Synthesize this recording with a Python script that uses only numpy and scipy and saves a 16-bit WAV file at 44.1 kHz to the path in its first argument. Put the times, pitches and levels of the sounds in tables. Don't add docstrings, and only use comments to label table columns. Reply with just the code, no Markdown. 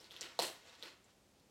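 import sys
import numpy as np
from scipy import signal
from scipy.fft import rfft, irfft
from scipy.io import wavfile
from scipy.ndimage import uniform_filter1d

SR = 44100
rng = np.random.default_rng(int(sys.argv[2]) if len(sys.argv) > 2 else 0)


def store_wav(level_fs):
    pcm = np.round(np.clip(np.atleast_2d(level_fs), -1, 1) * 32767)
    wavfile.write(sys.argv[1], SR, pcm.T.astype(np.int16))


def undo_db(level):
    steps = np.asarray(level, float) / 20
    return 10 ** steps


N = 66150


def along(table, hz):
    table = np.array(table, float)
    return np.interp(np.log(np.maximum(hz, 1)), np.log(table[:, 0]), table[:, 1])


def colour(x, spectrum_db):
    hz = np.arange(len(x) // 2 + 1) * SR / len(x)
    y = irfft(rfft(x) * undo_db(along(spectrum_db, hz)), len(x))
    return y / np.sqrt(np.mean(y ** 2))


def walk(rate_hz):
    hold = int(SR / rate_hz)
    steps = np.repeat(rng.standard_normal(N // hold + 1), hold)
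    drift = uniform_filter1d(uniform_filter1d(steps, hold), hold)[:N]
    return drift / drift.std()


def add(out, start_s, burst):
    i = max(int(start_s * SR), 0)
    out[i:i + len(burst)] += burst[:N - i]


def swell(t, length_s):
    u = 3 * t / length_s
    return (u * np.exp(1 - u)) ** 2


# (frequency [Hz], density [dB per Hz])
HUM_SPECTRUM = [(28, -37), (48, -8), (120, -7.5), (400, -11), (700, -15.5), (1600, -25.5), (4400, -26.5),
                (16000, -34.5)]


def hum():
    level_db = -67.5 + 0.27 * walk(5.16)
    return colour(rng.standard_normal(N), HUM_SPECTRUM) * undo_db(level_db)


# (frequency [Hz], time [s])
REVERB_TIME = [(150, .35), (500, 0.29), (1400, 0.45), (3700, 0.31), (9700, 0.28), (16000, 0.32)]
# (frequency [Hz], level [dB])
REVERB_COLOUR = [(150, 6.5), (400, 1.5), (1200, -2.5), (2500, 2), (4000, 1), (8000, -1.5), (16000, 1.5)]


def room():
    gap_s, fill_s = 0.00035, 0.0065
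    clump_db, clumps_per_s, smooth_s = 4, 500, .08
    t = np.arange(SR) / SR
    hz = np.maximum(np.arange(SR // 2 + 1.), 1)
    tail = 0
    for centre_hz in 125 * 2 ** np.arange(0, 7.1, .5):
        band_gain = np.exp(-(np.log2(hz / centre_hz) / .3) ** 2)
        band = irfft(rfft(rng.standard_normal(SR)) * band_gain, SR)
        decay_db = along(REVERB_COLOUR, centre_hz) - 60 * t / along(REVERB_TIME, centre_hz)
        tail = tail + band * undo_db(decay_db)
    tail = tail * (1 - np.exp(-np.maximum(t - gap_s, 0) / fill_s))
    tail = tail * undo_db(clump_db * np.exp(-t / smooth_s) * walk(clumps_per_s)[:SR])
    return tail / np.sqrt(np.sum(tail ** 2))


# (delay [s], level [dB])
REFLECTIONS = [(.0050, -8), (.0057, -14), (.0084, -10), (.0093, -14), (.0125, -15), (.0195, -14)]


def echoes():
    ir = np.zeros(2048)
    ir[0] = 1
    for delay_s, db in REFLECTIONS:
        ir[int(delay_s * SR)] = -undo_db(db)
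    return ir


# (time [s], level [dB])
RUB_LEVEL = [(0, -60.5), (.09, -63.5), (.2, -60), (.3, -60), (.38, -63.5), (.55, -62), (.64, -64),
             (0.674, -57), (.74, -62), (.785, -64.5), (0.816, -55), (0.902, -60.5), (1.0, -79),
             (1.101, -69), (1.25, -103), (1.41, -88)]
# (frequency [Hz], density [dB per Hz])
RUB_SPECTRUM = [(150, -27), (400, -0.5), (600, -1.5), (1400, -4), (3600, -3.5), (7500, -13), (9000, -20),
                (16000, -25)]


def rubbing():
    clicks_per_s, spread_db = 4000, 1.8
    chance = rng.random((3, N))
    slips = chance[0] < clicks_per_s / SR
    strength = undo_db(-spread_db * np.log(chance[2] + 1e-9))
    clicks = slips * np.sign(chance[1] - .5) * strength
    time_s, db = np.array(RUB_LEVEL).T
    level_db = np.interp(np.arange(N) / SR, time_s, db) + 1.5 * walk(40)
    return colour(clicks, RUB_SPECTRUM) * undo_db(level_db)


# (time [s], skin thud [dB], flap [dB], film crack [dB], air [dB])
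SIDE_ENERGY = [
    (.002, -64.5, -76, -67, -67),
    (.109, -63, -61, -57.5, -68),
    (0.166, -65.5, -60.5, -60.5, -84),
    (.21, -54, -51, -50, -58),
    (.391, -40.5, -42.5, -37.5, -42.5),
    (.423, -56, -55, -48, -41.5),
    (.826, -55.5, -53.5, -54, -62),
]
# (centre [Hz], width [octaves])
SIDE_BANDS = [(420, 1), (1700, 1), (3900, 0.59), (8500, 0.71)]


def thrown():
    out = np.zeros(N)
    hz = np.arange(257) * SR / 512 + 1
    bands = np.array([np.exp(-(np.log2(hz / centre_hz) / octaves) ** 2) for centre_hz, octaves in SIDE_BANDS])
    bands = bands / np.sqrt(np.mean(bands ** 2, axis=1, keepdims=True))
    for start_s, *band_db in SIDE_ENERGY:
        spectrum = np.sqrt(undo_db(np.array(band_db)) ** 2 @ bands ** 2)
        add(out, start_s, np.roll(irfft(spectrum), 64) * 30)
    return out


# (time [s], peak [dB], end pitch [Hz], length [cycles])
SKIN_SLAPS = [
    (.3907, -23.5, 590, 1.6),
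    (.3913, -35, 380, 1.6),
    (1.317, -61, 170, 1.1),
]


def slaps():
    start_ratio, fall_s = 2.4, .0011
    out, t = np.zeros(N), np.arange(2048) / SR
    for start_s, db, hz, cycles in SKIN_SLAPS:
        glide_s = (start_ratio - 1) * fall_s * (1 - np.exp(-t / fall_s))
        pop = np.sin(2 * np.pi * hz * (t + glide_s))
        add(out, start_s, -undo_db(db) * swell(t, 1.7 * cycles / hz) * pop)
    return out


# (time [s], peak [dB], pitch [Hz], length [cycles],
# broad crack re peak [dB])
FILM_RELEASES = [(.0439, -45, 4300, 2.5, -10), (.1087, -42, 3400, 3.5, -5), (.1218, -45, 3700, 4.5, -3),
                 (.1643, -36, 3400, 2.6, -8), (.2099, -33, 5000, 2.6, -6), (.2100, -33, 7600, 4, -10),
                 (.3910, -23, 4100, 4.5, -4), (.3904, -36, 6500, 3, 2), (.4229, -31, 7600, 7, 1),
                 (.4234, -33, 10000, 7, 1), (.4238, -38, 13500, 8, 0), (.8259, -33, 3700, 3, -12),
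                 (.8259, -50, 11500, 9, 0), (.8350, -52, 13000, 5, 0),
                 (.002, -49, 5250, 5.4, -5), (0.1044, -54, 3350, 4.2, -9), (0.214, -32.5, 5750, 2.8, -9),
              (0.2293, -35, 3100, 2, -4), (.6958, -51, 3700, 5.9, -19), (.7528, -45, 3750, 1, -8),
              (0.8515, -47, 3800, 2.5, -8), (.7958, -58, 7200, 5.3, -12), (1.0436, -56, 7500, 5, -26),
              (1.398, -59.5, 4200, 3.4, 0)]


def ticks():
    tail_db, tail_s = -12, .002
    out, t = np.zeros(N), np.arange(512) / SR
    rows = FILM_RELEASES
    spit = rng.standard_normal((len(rows), 513))
    spit = signal.lfilter([1, .6, -.7], [1], spit, axis=1)[:, 1:] / 3.5
    for (start_s, db, hz, cycles, crack_db), noise in zip(rows, spit):
        ring = swell(t, 1.6 * cycles / hz) * np.sin(2 * np.pi * hz * t)
        flutter = swell(t, cycles / hz) + undo_db(tail_db) * swell(t, 2 * tail_s)
        add(out, start_s, undo_db(db) * (ring + undo_db(crack_db) * noise * flutter))
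    return out


def scene():
    glove = ticks() + slaps() + undo_db(-3.5) * rubbing()
    near = signal.fftconvolve(glove, echoes())[:N]
    diffuse = signal.fftconvolve(undo_db(-7.5) * glove + thrown(), room())[:N]
    return (near + diffuse + hum())[None]


def top_cut(x):
    return signal.sosfilt(signal.butter(12, 16430, fs=SR, output="sos"), x)


# (frequency [Hz], gain [dB])
MIC_RESPONSE = [(60, -5), (200, -3), (7500, 0.5), (9500, -2), (14000, -5), (16000, -7.5)]


def record(dry):
    hz = np.arange(N // 2 + 1) * SR / N
    dull = irfft(rfft(dry) * undo_db(along(MIC_RESPONSE, hz)), N)
    low_pass = signal.ellip(8, .2, 70, 16000, fs=SR, output="sos")
    return top_cut(signal.sosfilt(low_pass, dull))


dry = scene()
out = record(dry)
store_wav(out)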